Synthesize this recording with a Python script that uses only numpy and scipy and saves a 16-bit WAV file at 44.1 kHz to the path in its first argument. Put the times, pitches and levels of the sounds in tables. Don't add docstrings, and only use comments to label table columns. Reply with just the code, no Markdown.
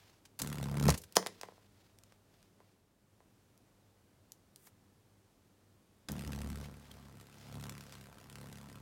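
import sys
import numpy as np
from scipy import signal
from scipy.fft import rfft, irfft, next_fast_len
from scipy.io import wavfile
from scipy.ndimage import uniform_filter1d, minimum_filter1d

SR = 44100
rng = np.random.default_rng(int(sys.argv[2]) if len(sys.argv) > 2 else 0)


def pcm_store(signal):
    levels = np.round(np.clip(np.atleast_2d(signal), -1, 1) * 32767)
    wavfile.write(sys.argv[1], SR, levels.astype(np.int16).T)


N = 388521
T = np.arange(N) / SR
NEAR_DB = -45

# (frequency [Hz], relative density [dB])
ROOM_AIR_SPECTRUM = [(15, -42), (25, -12.5), (49, -5.5), (70, -14.5), (82, -4), (102, -0.5), (123, -6),
                     (301, -9), (476, -13.5), (695, -17), (2160, -26.5), (8360, -30.5), (16000, -35.5)]
CLOTH_SPECTRUM = [(100, -10.5), (400, 4), (1200, 0.5), (2500, 0), (5000, -1), (9000, -11), (16000, -13)]
UNFOLD_SPECTRUM = [(500, -7), (1500, -4.5), (5000, -8.5), (9000, 0.5), (16000, -1.5)]
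SHELL_SPECTRUM = [(200, -28), (900, -5), (2500, -4.5), (3800, -2), (6000, -0.5), (9500, -5.5), (12000, -6),
                  (16000, -9)]
BLOW_SPECTRUM = [(40, -58.5), (100, -39), (140, -13.5), (190, -7), (250, -11), (420, 1.5), (650, 1),
                 (820, 1.5), (1150, -3.5), (1400, -9), (2000, -4.5), (2700, -15.5), (4000, -16),
                 (8000, -16.5), (16000, -36.5)]
DOWNWASH_SPECTRUM = [(22, -35), (45, -5), (110, -2.5), (200, 2), (280, -4), (400, -17.5), (800, -36),
                     (2000, -47)]
CHURN_SPECTRUM = [(30, -20), (100, -9.5), (250, -2.5), (380, -4), (500, 1), (680, -4.5), (900, -3.5),
                  (1200, -6.5), (2000, -16.5), (4000, -38.5)]
HISS_SPECTRUM = [(600, -20), (1400, 0), (2500, -4.5), (4000, -7), (7000, -9.5), (11000, -14),
                 (16000, -14.5)]
SNAP_SPECTRUM = [(500, -31), (1200, 3.5), (2200, 2), (4000, -0.5), (7000, -3.5), (10000, -4), (13000, -7.5),
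                 (16000, -11.5)]

# (frequency [Hz], t60 [s])
ROOM_DECAY = [(80, 0.75), (250, 0.47), (1000, 0.2), (4000, 0.33), (9000, 0.27), (16000, 0.26)]
# (frequency [Hz], level [dB])
MAINS_TONES = [(99.7, -77), (199.5, -82)]
# (centre [s], half length [s], level [dB])
CLOTH_MOVES = [(0.01, 0.16, -66.5), (1.0, 0.068, -86), (1.351, 0.28, -69), (1.838, 0.088, -73),
               (2.103, .07, -75.5), (2.39, 0.093, -75), (2.68, .1, -80.5), (6.645, 0.025, -56),
               (6.927, 0.19, -68.5), (7.448, 0.11, -62), (7.913, 0.11, -63.5)]
# (time [s], level [dB], frequency [Hz], t60 [s])
TAPS = [(6.913, -47, 3210, 0.027)]
# (time [s], level [dB], tilt [dB/octave], resonance [Hz])
SHELL_CLICKS = [(0.893, -25.5, -1.5, 5470), (1.124, -50, 4, 7200), (1.168, -15, -.5, 3940),
                (1.2696, -33, -1.5, 6300), (1.4129, -40, -1.5, 6140), (1.987, -56, -1, 9000),
                (2.036, -55.5, -1, 8100), (2.428, -60.5, -4.5, 8830), (3.577, -62.5, 5, 9540),
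                (4.32, -42.5, 5.5, 9100), (4.56, -48, 5.5, 9230), (6.1188, -40, 6, 10500),
                (6.2755, -45, 2, 2500), (6.332, -43, -5.5, 2400), (6.9154, -49.5, 2, 3250),
                (7.6403, -46, -5, 5500), (7.696, -41.5, 4, 6960)]
# (time [s], level [dB], decay [s], tilt [dB/octave])
SHELL_SCRAPES = [(0.252, -56, 0.0052, -3.5), (0.39, -39, 0.0044, 0.5), (0.398, -37, 0.0026, -2.5),
                 (0.4177, -30, 0.0026, 3), (0.8813, -29, 0.0028, -2.5), (0.9025, -26, .0021, -0.5),
                 (0.94, -39, 0.0055, -4.5), (0.9755, -42, .005, 3), (1.017, -49.5, .003, 6),
                 (1.036, -49.5, .004, -0.5), (1.155, -36.5, 0.0032, -0.5), (1.161, -32.5, 0.0027, 1),
                 (2.122, -57, 0.0016, -6.5), (4.668, -58, 0.0045, -6), (6.086, -38.5, .0025, -5)]
# (time [s], level [dB], treble shelf [dB])
BLOWS = [(0.886, -20, -31), (0.911, -33.5, -9), (1.1637, -32.5, -11), (1.168, -16.5, -6.5),
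         (1.227, -40.5, 0), (1.263, -32.5, 4.5), (1.412, -52.5, -8), (1.433, -38, -2), (1.486, -45.5, -19),
         (1.521, -55, -22.5), (1.579, -58.5, -22), (2.603, -56.5, -10.5), (3.204, -58, -13)]
# (frequency [Hz], relative level [dB], t60 [s])
TUB_RING = [(184, -6, 0.33), (413, -12, 0.067), (497, -9, 0.19), (645, -10, .12), (770, -7, .12),
            (1000, -3.5, .1), (1055, -9, 0.17), (1650, -13, .08), (1840, -13, 0.034)]

# (lift-off [s], first full downstroke [s], end [s])
FLIGHT_TIMES = [(0.396, 0.42, 1.0), (6.085, 6.111, 9)]
# (time [s], approach [s], extra downwash [dB])
PASSES = [(0.91, .03, 14), (6.37, 0.16, 5.5)]
# (time [s], rate [Hz])
BEAT_RATES = [
    [(0.48, 36.71), (0.54, 36.3), (0.63, 35.0), (0.8, 35.57)],
    [(6.2, 36.11), (6.37, 35.43), (6.59, 36.02), (6.9, 34.92), (7.13, 34.55), (7.67, 35.61), (7.98, 34.15),
     (8.16, 34.98)],
]
# (time [s], nearness as hum level [dB], downstroke facing the microphone [dB])
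FLIGHT_PATHS = [
    [(0.41, -44.5, 3), (0.56, -44, 6.5), (0.62, -40, -4), (0.7, -40.5, -7), (0.82, -34.5, -4.5),
     (0.875, -27.5, -1), (0.95, -43.5, 6), (0.99, -86, 14)],
    [(6.09, -45, -10.5), (6.17, -44.5, -0.5), (6.28, -47, 6), (6.46, -47, 3.5), (6.6, -49, 1.5),
     (6.82, -60, -16), (7.1, -57, -3), (7.28, -61, 5.5), (7.43, -61.5, 3), (7.56, -48.5, 3),
     (7.68, -49.5, 6.5), (7.87, -59, 8), (8.02, -56, 5.5), (8.15, -56.5, -1.5), (8.32, -57, 11.5),
     (8.43, -52, -0.5), (8.81, -55.5, 4.5)],
]
# (wingbeat multiple, relative level [dB])
HUM_PARTIALS = [
    [(1, -21.5), (2, -4.5), (3, -10.5), (4, 1.5), (5, -8), (6, -7), (7, -11.5), (8, -21), (9, -16.5),
     (10, -18.5), (11, -23), (12, -19.5)],
    [(1, -16), (2, 2), (3, -5.5), (4, 0), (5, -8.5), (6, -5), (7, -8.5), (8, -16.5), (9, -33), (10, -22),
     (11, -21), (12, -23)],
]
# (centre [s], half length [s], gain [dB])
HUM_FADES = [(7.298, .08, -3), (8.175, 0.086, -8)]


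def amp(db):
    return 10 ** (np.asarray(db) / 20)


def unit_rms(x):
    return x / np.sqrt(np.mean(x ** 2) + 1e-20)


def unit_peak(x):
    return x / np.sqrt(uniform_filter1d(np.pad(x, 88) ** 2, 88).max())


def at_hz(points, hz):
    points_hz, values = np.transpose(points)
    return np.interp(np.log(hz + 1), np.log(points_hz + 1), values)


def curves(rows):
    times_s, *columns = np.transpose(rows)
    return [np.interp(T, times_s, column) for column in columns]


def swell(centre_s, half_s):
    return np.exp(-((T - centre_s) / half_s) ** 2)


def wander(rate_hz):
    return np.interp(T * rate_hz, np.arange(4000), rng.standard_normal(4000))


def noise(spectrum):
    size = next_fast_len(N)
    gain = amp(at_hz(spectrum, np.fft.rfftfreq(size, 1 / SR)))
    return unit_rms(irfft(rfft(rng.standard_normal(size)) * gain, size)[:N])


def minimum_phase(gain_db):
    log_gain = np.log(amp(np.r_[gain_db, gain_db[-2:0:-1]]))
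    return np.exp(np.conj(signal.hilbert(log_gain)))[:len(gain_db)]


def add(mix, start_s, sound):
    part = mix[round(start_s * SR):][:len(sound)]
    part += sound[:len(part)]


def background(air_db=-68.5, dip_db=-3.5):
    mains = 0
    for hz, db in MAINS_TONES:
        gain = amp(db + wander(3.1)) * np.sqrt(2)
        mains += gain * np.sin(2 * np.pi * hz * T + 0.33 * wander(1.5))
    return amp(dip_db * swell(2.92, .24)) * (amp(air_db) * noise(ROOM_AIR_SPECTRUM) + mains)


def room(x, slot_samples=20, count=1100):
    echoes = np.zeros(SR)
    signs = rng.choice([-1., 1.], count)
    echoes[np.arange(count) * slot_samples + rng.integers(0, slot_samples, count) + SR // 300] = signs
    hz, t, bands = signal.stft(echoes, SR, nperseg=256)
    early = 1 + 2.4 * np.exp(-t / .015)
    decay = amp(-60 * t / at_hz(ROOM_DECAY, hz)[:, None])
    tail = signal.istft(bands * early * decay, SR, nperseg=256)[1]
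    return signal.oaconvolve(x, tail / np.linalg.norm(tail))[:N]


def cloth(grain_db=3):
    moves = sum(amp(db) * swell(centre_s, half_s) for centre_s, half_s, db in CLOTH_MOVES)
    return moves * amp(grain_db * wander(150)) * noise(CLOTH_SPECTRUM)


def taps():
    out, t = np.zeros(N), np.arange(SR // 4) / SR
    for start_s, db, hz, t60_s in TAPS:
        add(out, start_s, amp(db - 60 * t / t60_s) * np.sin(2 * np.pi * hz * t))
    return out


def unfolding(start_s=4.565, lock_s=4.68, release_s=.008, first_db=-76.5, last_db=-60):
    gate = (T > start_s) * np.exp(-np.maximum(T - lock_s, 0) / release_s)
    level_db = np.interp(T, [start_s, lock_s], [first_db, last_db]) + 2 * wander(390)
    return gate * amp(level_db) * noise(UNFOLD_SPECTRUM)


def shell_contact(decay_s, tilt_db_per_oct, ring_hz, ring_db=4):
    hz, t = np.fft.rfftfreq(4096, 1 / SR), np.arange(4096) / SR
    decay = np.exp(-t / decay_s)
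    grit = rng.standard_normal(len(t)) * amp(3 * rng.standard_normal(len(t))) * decay * (1.1 - decay)
    grit[SR // 3000] += .0015 / decay_s
    resonance_db = ring_db / (1 + ((hz / ring_hz - 1) / 0.24) ** 2)
    tilt_db = tilt_db_per_oct * np.log2((hz + 500) / 5000)
    colour = minimum_phase(at_hz(SHELL_SPECTRUM, hz) + tilt_db + resonance_db)
    return unit_peak(irfft(rfft(grit) * colour))


def clicks_and_scrapes(click_decay_s=0.0008, scrape_ring_hz=9500):
    out = np.zeros(N)
    for start_s, db, tilt, ring_hz in SHELL_CLICKS:
        add(out, start_s, amp(db) * shell_contact(click_decay_s, tilt, ring_hz))
    for start_s, db, decay_s, tilt in SHELL_SCRAPES:
        add(out, start_s, amp(db) * shell_contact(decay_s, tilt, scrape_ring_hz))
    return out


def tub_knocks(dispersion_s=.0022, shelf_hz=1800, ring_rise_s=0.0032):
    out, hz, t = np.zeros(N), np.fft.rfftfreq(4096, 1 / SR), np.arange(SR // 3) / SR
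    delay_s = dispersion_s * np.maximum(np.sqrt(800 / (hz + 150)) - .35, 0)
    dispersion = np.exp(-2j * np.pi * np.cumsum(delay_s) * hz[1])
    shelf = hz ** 2 / (hz ** 2 + shelf_hz ** 2)
    fade = np.cos(np.linspace(0, np.pi / 2, 4096)) ** 2
    for start_s, db, treble_db in BLOWS:
        blow = fade * irfft(minimum_phase(at_hz(BLOW_SPECTRUM, hz) + treble_db * shelf) * dispersion)
        ring = sum(amp(mode_db - 60 * t / t60_s) * np.sin(2 * np.pi * (mode_hz * t + rng.random()))
                   for mode_hz, mode_db, t60_s in TUB_RING)
        ring *= 1 - np.exp(-t / ring_rise_s)
        ring_db = -35.5 + 0.63 * db
        add(out, start_s, amp(db) * unit_peak(blow))
        add(out, start_s, amp(ring_db) * unit_peak(ring))
    return out


def stroke_bursts(beats, at_beats, width_beats, scatter_db):
    index = np.floor(beats - at_beats + .5)
    strength, length = rng.standard_normal((1024, 2))[index.astype(int) % 1024].T
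    offset = (beats - at_beats - index) / (width_beats * np.exp(0.21 * length))
    shape = np.where(offset < 0, np.exp(-offset ** 2), np.exp(-abs(offset) ** 1.2))
    return amp(scatter_db * strength) * shape


def wing_hum(beats, partials, upstroke_beats):
    out = 0
    for k, db in partials:
        strokes_rad = np.angle(1 + np.exp(-2j * np.pi * k * upstroke_beats))
        swing_rad = np.arctan(2.5 * (k / 4.3 - 4.3 / k)) + .25 * k
        gain = amp(db + 1.8 * wander(6))
        out += gain * np.sin(2 * np.pi * k * beats + strokes_rad - swing_rad + .2 * wander(7))
    return unit_rms(out)


def flight(timing, passing, rates, path, partials, upstroke_beats=.58, lift_decay_s=0.15):
    start_s, downstroke_s, stop_s = timing
    pass_s, approach_s, blast_db = passing
    near_db, facing_db = curves(path)
    closer_db = near_db - NEAR_DB
    beats = np.cumsum(curves(rates)[0]) / SR
    beats -= np.interp(downstroke_s, T, beats)
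    flying = np.clip((T - start_s) / 0.0094, 0, 1) * np.clip((stop_s - T) / 0.018, 0, 1)
    lift = np.exp(-np.maximum(T - start_s, 0) / lift_decay_s)
    pass_width_s = approach_s * np.where(T < pass_s, 1, 3.4)
    overhead = 1 / (1 + ((T - pass_s) / pass_width_s) ** 2)

    fades_db = sum(db * swell(centre_s, half_s) for centre_s, half_s, db in HUM_FADES)
    upper = wing_hum(beats, partials[2:], upstroke_beats)
    bass = amp(-12 + 13.5 * overhead) * wing_hum(beats, partials[:2], upstroke_beats)
    hum = amp(near_db + fades_db) * (upper + bass)

    down = amp(facing_db) * stroke_bursts(beats, 0, width_beats=0.051, scatter_db=3.5)
    up = stroke_bursts(beats, upstroke_beats, width_beats=0.057, scatter_db=3.5)
    up *= amp(-2.5 - 0.13 * facing_db)
    snaps = amp(-48 + 0.88 * closer_db) * (down + up) * noise(SNAP_SPECTRUM)

    puffs = sum(stroke_bursts(beats, at + .02, width_beats=.06, scatter_db=1.2)
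                for at in (0, upstroke_beats))
    churn = amp(-55 + 0.82 * closer_db) * unit_rms(.15 + puffs) * noise(CHURN_SPECTRUM)
    hiss = amp(-70 + 0.29 * closer_db + 10.5 * lift + wander(300)) * noise(HISS_SPECTRUM)
    gusts_db = 13.5 * lift + blast_db * overhead + 3.5 * wander(40)
    downwash = amp(-56.5 + 1.09 * closer_db + gusts_db) * noise(DOWNWASH_SPECTRUM)
    return flying * hum, flying * (snaps + churn + hiss), flying * downwash


def scene(wing_send_db=-10, hum_send_db=-19, knock_send_db=-8, click_send_db=-13):
    knocks, clicks = tub_knocks(), clicks_and_scrapes() + taps()
    direct = knocks + clicks
    send = amp(knock_send_db) * knocks + amp(click_send_db) * clicks
    flights = zip(FLIGHT_TIMES, PASSES, BEAT_RATES, FLIGHT_PATHS, HUM_PARTIALS)
    for timing, passing, rates, path, partials in flights:
        hum, wing_noise, downwash = flight(timing, passing, rates, path, partials)
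        wetness = amp(0.2 * (NEAR_DB - curves(path)[0]))
        direct += hum + wing_noise + downwash
        send += wetness * (amp(wing_send_db) * wing_noise + amp(hum_send_db) * hum)
    return (direct + room(send) + cloth() + unfolding() + background())[None]


def record(dry, low_cut_hz=33, ceiling=.85, band_edge_hz=16200):
    thinned = signal.sosfilt(signal.butter(4, low_cut_hz, "high", fs=SR, output="sos"), dry)
    max_gain = np.minimum(1, ceiling / (abs(thinned) + 1e-9))
    limited = thinned * uniform_filter1d(minimum_filter1d(max_gain, 89), 89)
    lowpass = signal.firwin(255, band_edge_hz, window=("kaiser", 9), fs=SR)
    return signal.oaconvolve(limited, lowpass[None], "same")


dry = scene()
out = record(dry)
pcm_store(out)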